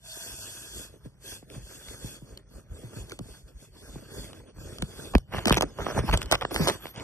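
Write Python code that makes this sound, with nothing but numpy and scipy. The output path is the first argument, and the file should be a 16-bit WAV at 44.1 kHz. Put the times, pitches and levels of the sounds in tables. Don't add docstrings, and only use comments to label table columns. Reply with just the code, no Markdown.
import sys
import numpy as np
from scipy import signal
from scipy.fft import rfft, irfft, next_fast_len
from scipy.io import wavfile
from scipy.ndimage import uniform_filter1d, minimum_filter1d

SR = 44100
rng = np.random.default_rng(int(sys.argv[2]) if len(sys.argv) > 2 else 0)


def bounce(signal):
    frames = np.transpose(np.atleast_2d(signal))
    limited = np.clip(frames, -1, 1)
    pcm = np.round(limited * 32767).astype(np.int16)
    wavfile.write(sys.argv[1], SR, pcm)


def linear_from_db(decibels):
    return 10 ** (np.asarray(decibels, float) / 20)


N = 310057
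EDGE_HZ = 13020


def evened(x):
    return x / np.sqrt(np.mean(x ** 2) + 1e-20)


def colour(x, points):
    f, db = np.transpose(points)
    hz = np.fft.rfftfreq(len(x), 1 / SR) + 1
    gain_db = np.interp(np.log(hz), np.log(f), db, left=-60)
    return irfft(rfft(x) * linear_from_db(gain_db), len(x))


def slow(hz):
    return evened(signal.lfilter(*signal.butter(2, hz, fs=SR), rng.standard_normal(N)))


def grit(spread_db, per_s):
    size = linear_from_db(spread_db * np.minimum(rng.exponential(1, N), 4))
    slips = size * (rng.random(N) < per_s / SR)
    return evened(rng.standard_normal(N) * (1 + slips))


def add(mix, s, sound):
    part = mix[round(s * SR):][:len(sound)]
    part += sound[:len(part)]


# start_s, peak_db
JOLTS = [(0.303, -44.5), (0.733, -47), (1.022, -46), (1.297, -45), (1.617, -43), (1.868, -41.5),
         (2.02, -41), (2.303, -42), (2.536, -42), (2.69, -34.5), (2.987, -37.5), (3.288, -43.5),
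         (3.419, -43), (3.536, -40), (3.698, -48.5), (3.873, -43.5), (4.171, -39), (4.396, -46),
         (4.637, -41), (4.826, -44), (4.949, -43.5), (5.137, -13), (5.334, -45), (5.495, -26), (5.79, -40),
         (6.075, -23), (6.12, -18.5), (6.234, -30.5), (6.538, -34)]


def jolts():
    out, t = np.zeros(N), np.arange(round(0.045 * SR)) / SR
    rock = np.hanning(len(t)) * np.sin(2 * np.pi * 50 * t)
    for s, db in JOLTS:
        add(out, s, linear_from_db(db + 4.5) * rock)
    return out


# start_s, length_s, level_db, centre_hz, width_hz
BRUSHES = [
    (5.472, .025, -47, 8500, 2000),
    (5.575, 0.014, -38, 6040, 1500),
    (6.511, .045, -45, 12000, 2000),
    (6.516, 0.075, -50, 9000, 1500),
    (6.568, .1, -51, 5440, 2000),
    (6.582, 0.078, -54, 12200, 1500),
    (6.784, 0.16, -53.5, 12770, 1600),
]


def brushes():
    out = np.zeros(N)
    for s, length, db, hz, width in BRUSHES:
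        noise = rng.standard_normal(8192)[:round(max(length, .01) * SR)]
        edges_hz = [hz - width / 2, hz + width / 2]
        band = signal.sosfilt(signal.butter(3, edges_hz, "band", fs=SR, output="sos"), noise)
        add(out, s, linear_from_db(db) * signal.windows.tukey(len(band), .4) * evened(band))
    return out


# start_s, peak_db, pitch_hz, t60_s
RINGS = [(3.1095, -36, 2250, .012), (3.12, -33.5, 1390, 0.024), (3.119, -35, 2220, .014),
         (3.1195, -41, 4470, .009), (3.189, -45, 3120, 0.0092), (3.192, -38, 1200, 0.0088),
         (3.121, -37, 450, 0.017), (4.821, -24, 7660, .008), (4.823, -28.5, 468, 0.027),
         (4.822, -33, 2250, .02), (5.151, -14, 2600, .01), (5.4555, -14, 5370, 0.0059),
         (5.507, -5.5, 1100, 0.0087), (5.572, -13.5, 6070, 0.0054), (6.089, -18.5, 880, 0.015),
         (6.3273, -21, 650, .015), (6.418, -30, 700, 0.013), (6.4514, -12.5, 1450, 0.0038),
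         (5.152, -18, 3800, 0.0071), (6.562, -23, 1530, 0.0075), (6.561, -22, 2980, .004),
         (6.56, -28, 4200, 0.0048)]


def rings():
    out, t = np.zeros(N), np.arange(2048) / SR
    for s, db, hz, t60 in RINGS:
        fade = linear_from_db(db - 60 * t / max(t60, .003)) * np.minimum(t / 0.00017, 1)
        add(out, s, fade * np.sin(2 * np.pi * hz * t))
    return out


# start_s, peak_db, bright_top_db, dull_part_db
HAIR_TICKS = [(1.2231, -62, -14, -15), (1.428, -48, -31, 2), (1.5, -28.5, -21, -32),
              (1.8844, -23.5, -23, -15), (2.374, -31.5, -4.5, -19), (3.096, -35, -1, -20),
              (3.1088, -43, -14, -28), (3.119, -29, -5, -8), (3.1897, -27, -8, -27),
              (4.3309, -28.5, -16, -6), (4.6078, -59, -11, 4), (4.784, -21.5, -15, -14),
              (4.8225, -13.5, -12.5, -39)]
# start_s, peak_db, bright_top_db, dull_part_db
CLAW_TICKS = [(5.136, -36, -9, 5), (5.1507, 0.5, -45, -3.5), (5.181, -27, -4, 1), (5.346, -38.5, -12, 22.5),
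              (5.3894, -14.5, -32, -21), (5.4556, -5.5, -16, -12), (5.4722, -21.5, 4.5, 7),
              (5.4814, -17, 1, 5), (5.4956, -6, -10.5, -9), (5.5058, -13, -33.5, 0),
              (5.5174, -25, 2.5, -18), (5.5245, -15.5, 3, 7), (5.5427, -17, -5, -4), (5.57, -10.5, -13, 3),
              (5.5822, -22, -32, 3), (5.6086, -1.5, -20, -7), (5.6218, -6, -15, -6),
              (5.7866, -31.5, -20, 12.5), (5.797, -34.5, -22, 14), (5.8659, -36, -30, 25.5),
              (5.884, -32, -21, 15.5), (5.9696, -29, -23, 10), (5.9892, -33, -17, 15)]
# start_s, peak_db, bright_top_db, dull_part_db
NIBBLES = [(6.0835, -36, -50, 5), (6.093, -41, -26, 3), (6.112, -12, -31, -22), (6.135, -8, -36, -14),
           (6.1737, -26.5, 7, 6.5), (6.2165, -13, -17, -17), (6.2292, -34, 2, -25),
           (6.2584, -23.5, -15, -32), (6.3132, -5.5, -9, -4.5), (6.321, -7.5, -5.5, -4),
           (6.3292, -18, -31, -19), (6.343, -10, -22, -1.5), (6.3513, -21, -8, -32),
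           (6.4106, -11, -30, -22), (6.4173, -34.5, -18, 19), (6.432, -22, -18, 0), (6.4504, -14, -46, 4.5),
           (6.509, -25, -20, 2.5), (6.5124, -23, -24, -3), (6.561, -3, -25, -12), (6.6722, -19, -5, 12),
           (6.6783, -12, -12, -7), (6.6964, -17, -25, 4), (6.8553, -19.5, -55, -2),
           (6.8678, -16.5, -43, -14), (6.946, -53, -28, 3), (6.9598, -40, 2.5, -4)]
# start_s, peak_db, bright_top_db, dull_part_db
MORE_TICKS = [(5.1625, -19, -29, -20), (5.533, -18, -25, 1), (5.553, -31, 3, -15), (5.564, -32, -3, -20),
              (5.576, -22, -8, -19), (6.088, -32, -32, -13), (6.140, -17, -25, -5), (6.327, -18, -29, 8),
              (6.337, -26, -2, -8), (6.347, -20, -12, -8), (6.4195, -16, -25, -5), (6.544, -36, 10, -15),
              (6.684, -20, 5, 2), (6.691, -23, 0, -2), (6.88, -24, -30, -16), (5.9775, -25, -23, 4),
              (6.515, -20, -25, 1)]
# freq_hz, level_db
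GRIND = [(800, -7), (1500, -2), (3000, -0.5), (4500, -12), (7000, -25.5)]
# freq_hz, level_db
FIZZ = [(3000, 5), (4500, 0.5), (8000, -3), (12800, -9.5)]
# freq_hz, level_db
DULL = [(100, -15), (300, -7), (600, -0.5), (1200, -4), (2200, -15), (5000, -82)]


def ticks(rows):
    mid, top, dull = np.zeros((3, N))
    t = np.arange(512) / SR
    for (s, db, top_db, dull_db), noise in zip(rows, rng.standard_normal((len(rows), 512))):
        snap = linear_from_db(db - 60 * t / 0.0071) * (1 - np.exp(-t / 0.001)) * noise
        add(mid, s, snap)
        add(top, s, linear_from_db(top_db) * snap)
        add(dull, s, linear_from_db(db + dull_db - 60 * t / 0.0022))
    return linear_from_db(6.0) * colour(mid, GRIND) + linear_from_db(14.0) * colour(top, FIZZ) + linear_from_db(7.0) * colour(dull, DULL)


# start_s, level_db, dull_share_db, fizz_share_db, length_s
STROKES = [(5.134, -47.5, 12.5, -11, 0.0096), (5.305, -46.5, 6, -8, 0.12), (5.465, -30.5, 3.5, -4, 0.031),
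           (5.496, -33, -7, -17, 0.067), (5.56, -32, -5, -12, 0.029), (5.613, -43.5, 8, -3, 0.032),
           (5.764, -56, 9, -8, 0.067), (5.864, -51, 12.5, -13, 0.073), (5.958, -46.5, -5, -3, 0.06),
           (6.077, -40.5, 11.5, -39, 0.028), (6.122, -27, 2.5, -9, 0.035), (6.204, -42, -4, -0.5, 0.035),
           (6.323, -32, 15.5, 12, 0.0064), (6.325, -30, -0.5, -23, 0.036), (6.413, -35, 4, -33, 0.017),
           (6.525, -55, -16, 11, 0.072), (6.583, -47, 1.5, 4.5, 0.16), (6.669, -37.5, 8.5, 4.5, 0.044),
           (6.93, -50.5, 2.5, -7, 0.095)]


def strokes():
    grind, dull, fizz = np.zeros((3, N))
    for s, db, dull_db, fizz_db, length in STROKES:
        shape = signal.windows.tukey(round(max(length, .005) * SR), .6)
        for layer, share_db in (grind, 0), (dull, dull_db), (fizz, fizz_db):
            add(layer, s, linear_from_db(db + share_db) * shape)
    clump = linear_from_db(4.33 * slow(hz=149))
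    out = grind * evened(colour(grit(5, 600), GRIND))
    out += fizz * evened(colour(grit(4, 900), FIZZ))
    out += dull * evened(colour(grit(7.65, 380), DULL))
    return clump * out


# start_s, peak_db, final_pitch_hz, t60_s
KNOCKS = [(1.053, -35, 139, 0.077), (1.422, -33, 144, 0.022), (1.554, -35, 141, 0.1),
          (2.037, -26, 122, 0.044), (2.215, -36, 140, 0.057), (2.707, -42, 96, 0.16),
          (2.83, -37.5, 141, 0.15), (2.956, -33.5, 125, 0.12), (3.113, -39, 368, 0.1),
          (3.187, -27.5, 205, 0.042), (3.202, -27, 125, 0.044), (3.954, -26, 154, 0.03),
          (4.819, -22.5, 167, 0.06), (5.139, -14, 172, 0.021), (5.147, 0.5, 168, 0.027),
          (5.33, -31.5, 180, 0.061), (5.453, -15, 235, 0.085), (5.504, 1.5, 113, 0.021),
          (5.568, -11, 170, 0.027), (5.624, -14, 318, 0.057), (5.782, -27.5, 446, 0.09),
          (5.862, -15, 538, 0.026), (5.97, -24.5, 565, 0.14), (5.969, -16, 93, 0.039),
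          (6.031, -23.5, 210, 0.068), (6.129, -15, 132, 0.029), (6.446, -6, 494, 0.0081),
          (6.509, -29, 342, 0.11), (6.54, -30, 398, 0.15), (6.592, -19, 187.6, 0.14),
          (6.675, -25, 409, 0.14), (6.966, -35, 117, 0.055)]
RATTLE_DB = 2.5


def knocks():
    out, t = np.zeros(N), np.arange(8000) / SR
    drop = 0.805 + 0.968 * np.exp(-t / 0.00578) + 4.48 * np.exp(-t / 0.00146)
    for s, db, hz, t60 in KNOCKS:
        turns = np.cumsum(hz * drop) / SR
        fade_db = 60 * t / max(t60, .01) * np.sqrt(hz / 150)
        level = linear_from_db(db + 8.0 - fade_db) * (1 - np.exp(-t / 0.0062))
        add(out, s + 0.003035, level * np.sin(2 * np.pi * turns))
    return out * linear_from_db(RATTLE_DB * slow(hz=180))


RISE_DB_PER_S, FALL_DB_PER_S, ARCH_DB = 436, 294, 6.5


def swell(start, length, db, rise, fall):
    t = np.arange(N) / SR - start
    arch = ARCH_DB * np.clip(2 * t / max(length, 1e-3) - 1, -1, 1) ** 2
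    return linear_from_db(db - arch - rise * np.maximum(-t, 0) - fall * np.maximum(t - length, 0)) ** 2


SCRAPE_DB, SCRAPE_PER_WEIGHT, GLASS_DB = -7.5, 0.71, 6.5
SHOVE_RISE_DB_PER_S, SHOVE_FALL_DB_PER_S, HELD_DB = 286, 224, -56
# hiss_db, scrape_db, rumble_db
REST_DB = (-89, -75.5, -67.5)
# start_s, length_s, speed_db, weight_on_wall_db
SLIDES = [(.05, 0.28, -49.5, -19), (.17, 0.57, -50, -4.5), (.72, 0.14, -49, 0), (.92, 0.049, -69.5, 15.5),
          (1.04, 0.032, -65, 14), (1.24, 0.13, -49, -1.5), (1.5, 0.093, -59.5, 12.5), (1.62, 0.24, -57, 3),
          (1.84, .14, -54.5, 4), (1.99, 0.18, -53, 4), (2.22, 0.18, -70, 17), (2.5, 0.12, -68.5, 15.5),
          (2.71, 0.23, -65, 14.5), (2.93, 0.11, -57, 11), (3.08, 0.067, -58.5, 11), (3.22, 0.19, -62, 6.5),
          (3.47, 0.03, -67, 14.5), (3.58, 0.094, -62.5, 4.5), (3.75, 0.28, -62.5, 11.5),
          (4.02, 0.16, -65.5, 12), (4.11, 0.17, -55, 9.5), (4.28, 0.14, -68, 19.5),
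          (4.46, 0.059, -73.5, 20.5), (4.57, 0.26, -61.5, 16.5), (4.84, 0.33, -59, 10),
          (4.96, 0.12, -57, 10.5)]
# start_s, length_s, speed_db, weight_db
NUZZLES = [(5.32, 0.12, -60, 16), (5.45, 0.22, -65, 27), (5.67, 0.19, -70.5, 13), (5.78, 0.19, -58.5, 19),
           (5.95, 0.049, -50.5, 18.5), (6.05, 0.14, -52.5, 14), (6.2, 0.087, -65, 21.5),
           (6.3, 0.068, -58.5, 18), (6.41, 0.055, -61, 21), (6.51, 0.083, -52, 10),
           (6.57, 0.12, -52.5, 19.5), (6.66, 0.11, -54, 14.5), (6.8, 0.12, -62.5, 10),
           (6.95, 0.11, -63, 16)]
# start_s, peak_db
SHOVES = [(0.386, -46), (.78, -46), (1.067, -62), (1.576, -43), (2.076, -43), (2.74, -87), (3.027, -42.5),
          (3.197, -44), (3.956, -41.5), (4.186, -42), (4.583, -39), (4.826, -33.5), (5.157, -34),
          (5.364, -26), (5.522, -25), (5.652, -38), (5.802, -37), (5.995, -24.5), (6.127, -23),
          (6.331, -34), (6.432, -40.5), (6.616, -31), (7.003, -44)]


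def contact():
    power = np.ones((4, N)) * linear_from_db(np.array([*REST_DB, HELD_DB]))[:, None] ** 2
    for rows, face_db in (SLIDES, 0), (NUZZLES, GLASS_DB):
        for start, length, speed_db, weight_db in rows:
            share_db = np.array([0, SCRAPE_DB + face_db + SCRAPE_PER_WEIGHT * weight_db, weight_db])
            slide = swell(start, length, speed_db, RISE_DB_PER_S, FALL_DB_PER_S)
            power[:3] += linear_from_db(share_db)[:, None] ** 2 * slide
    for s, db in SHOVES:
        power[3] += swell(s, 0, db + ARCH_DB, SHOVE_RISE_DB_PER_S, SHOVE_FALL_DB_PER_S)
    return 10 * np.log10(power)


# freq_hz, width_hz, level_db, change_db_per_s as the head fills it
CONE = [(657, 80, 2, -18), (953, 90, -7, -8), (1580, 220, -5, .5), (2600, 300, -19, 1), (3450, 300, 0, 1),
        (4500, 420, -4, 1)]
# freq_hz, level_db
FUR = [(2500, 3), (3500, -18), (5000, -2), (7500, 3.5), (10000, -2), (12800, -4.5)]
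# freq_hz, level_db
SCRAPE = [(300, -3.5), (700, 8), (1500, 7.5), (3000, -2.5), (6000, -10), (12800, -58.5)]
# freq_hz, level_db
RUMBLE = [(80, 5.5), (160, -3), (400, -1), (650, -8.5), (1100, -72), (3000, -44.5)]
# freq_hz, level_db
SWAY = [(30, -35), (50, 0.5), (70, -15), (130, -10.5), (220, -22), (500, -112)]


def rubbing():
    hiss_db, scrape_db, rumble_db, sway_db = contact()
    size = next_fast_len(N)
    hz = np.fft.rfftfreq(size, 1 / SR)
    hiss = evened(colour(rng.standard_normal(N), FUR))
    draught = rfft(rng.standard_normal(N), size)
    for f, width, db, change_db in CONE:
        mode = evened(irfft(draught / (1 + ((hz - f) / (width / 2)) ** 2), size)[:N])
        hiss += linear_from_db(db - 7.5 + change_db * np.arange(N) / SR) * mode * np.sqrt(width / 300)
    jerk = slow(hz=33.6)
    out = linear_from_db(hiss_db + 4.0 + 0.12 * jerk) * hiss
    out += linear_from_db(scrape_db + 2.3 * jerk) * evened(colour(grit(3.73, 700), SCRAPE))
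    out += linear_from_db(rumble_db + 1.5 * jerk + 2.5 * slow(hz=40)) * evened(colour(grit(5, 150), RUMBLE))
    return out + linear_from_db(sway_db + 0.4 * slow(hz=20.6)) * evened(colour(rng.standard_normal(N), SWAY))


def scene():
    handling = jolts() + brushes() + rings()
    hits = ticks(HAIR_TICKS + CLAW_TICKS + NIBBLES) + ticks(MORE_TICKS) + strokes() + knocks()
    return np.tile(handling + hits + rubbing(), (2, 1))


def steady(x, t):
    treble = np.diff(x, 2) ** 2
    peak = -minimum_filter1d(-uniform_filter1d(treble, 64), 1024)
    crest = peak / (uniform_filter1d(treble, 1024) + 1e-14)
    return np.interp(t * SR, np.arange(len(crest)), crest) < 4.2


def blocks(frames, count, size):
    draw = rng.standard_normal((512 // count + 1, frames // size + 1))
    return np.repeat(np.repeat(draw, count, 0), size, 1)[:513, :frames]


LEAK_DB, ATTACK_LEAK_DB = -12.5, -7
# start_s, length_s, above_hz
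STARVED = [
    (2.42, .06, 10000),
    (4.46, .09, 9800),
    (4.79, .025, 10000),
    (5.585, .02, 9600),
    (5.64, .04, 10500),
    (6.425, .08, 9400),
    (6.945, .055, 10200),
]


def patchy(wide):
    hz, t, z = signal.stft([wide[0] + wide[1], wide[0] - wide[1]], SR, nperseg=1024)
    hz = hz[:, None]
    power_db = 10 * np.log10(uniform_filter1d(uniform_filter1d(abs(z) ** 2, 11, 1), 2, 2) + 1e-16)
    louder_db = power_db.max(0)
    rough = np.clip((hz - 300) / 1500, 0, 1)
    filled = np.clip((hz - 4300) / 1000, 0, 1)
    shared = blocks(len(t), count=20, size=3) + blocks(len(t), count=9, size=5)

    bass = (hz[:, 0] > 200) & (hz[:, 0] < 1500)
    treble = (hz[:, 0] > 4500) & (hz[:, 0] < 12500)
    heavy_db = louder_db[bass].mean(0) - louder_db[treble].mean(0)
    starved = np.clip((uniform_filter1d(heavy_db, 8) - 8) / 15, 0, 1)

    calm = steady(wide[0], t)
    leak = linear_from_db(np.where(calm, LEAK_DB, ATTACK_LEAK_DB))
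    leak = leak * uniform_filter1d(blocks(len(t), count=40, size=4), size=25, axis=0)
    z += 1j * z[::-1] * leak * np.clip(hz / 1200, 0, 1)

    bed_db = minimum_filter1d(louder_db, size=5, axis=1) + 2
    gone = (hz > EDGE_HZ + 400) & (calm > 0)
    for start, length, above_hz in STARVED:
        gone |= (hz > above_hz) & (t > start) & (t < start + length)

    for part, own_db in zip(z, power_db):
        own = blocks(len(t), count=14, size=6)
        noise = rng.standard_normal(part.shape) + 1j * rng.standard_normal(part.shape)
        lost = louder_db - own_db + 1.5 * own > 12.5 + 40 * filled
        lost |= shared + own < -3.3 - 3 * (1 - starved) * filled
        weak = uniform_filter1d(louder_db - own_db, 12, 0) > 5
        lost |= weak & (filled > .5) & (blocks(len(t), count=64, size=4) > 1.1 - 1.5 * starved)
        fill = rough * linear_from_db(np.minimum(own_db, bed_db) - 6)
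        fill = fill + filled * linear_from_db(np.minimum(louder_db, bed_db) - 4)
        part += noise * calm * fill
        waver_db = (1.8 - filled + 2.5 * starved * filled) * (shared + .8 * own)
        part *= linear_from_db(rough * (waver_db - 35 * lost) * (.3 + .7 * calm))
    total, apart = signal.istft(z * linear_from_db(-30 * gone), SR, nperseg=1024)[1][:, :N] / 2
    return np.array([total + apart, total - apart])


def roll_off(x):
    return signal.sosfilt(signal.butter(12, 15900, fs=SR, output="sos"), x)


# freq_hz, phase_rad
TURN = [(0, 0), (60, .4), (200, 1), (450, 1), (1050, -.4), (2300, -1.3), (3900, -3.14), (12300, -19)]
# freq_hz, level_db
LEAN = [(300, 0), (650, -5), (2500, 0)]


def record(dry):
    size = next_fast_len(N + 8192)
    hz = np.fft.rfftfreq(size, 1 / SR)
    top_db = -28 / (1 + np.exp((EDGE_HZ - hz) / 60)) - .017 * np.maximum(hz - EDGE_HZ, 0)
    limit = linear_from_db(top_db) * hz ** 4 / (hz ** 4 + 34.7 ** 4)
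    late = 2 * np.pi * 1.213 * np.log(1 + hz / 120)
    half = np.interp(hz, *np.transpose(TURN)) / 2
    lean = linear_from_db(np.interp(hz, *np.transpose(LEAN)) / 2)
    ears = np.array([lean * np.exp(-1j * half), np.exp(1j * half) / lean])
    wide = irfft(rfft(dry, size) * limit * ears * np.exp(-1j * late), size)[:, :N]
    ceiling = .6
    mix = patchy(ceiling * np.tanh(wide / ceiling))
    return roll_off(mix)


dry = scene()
out = record(dry)
bounce(out)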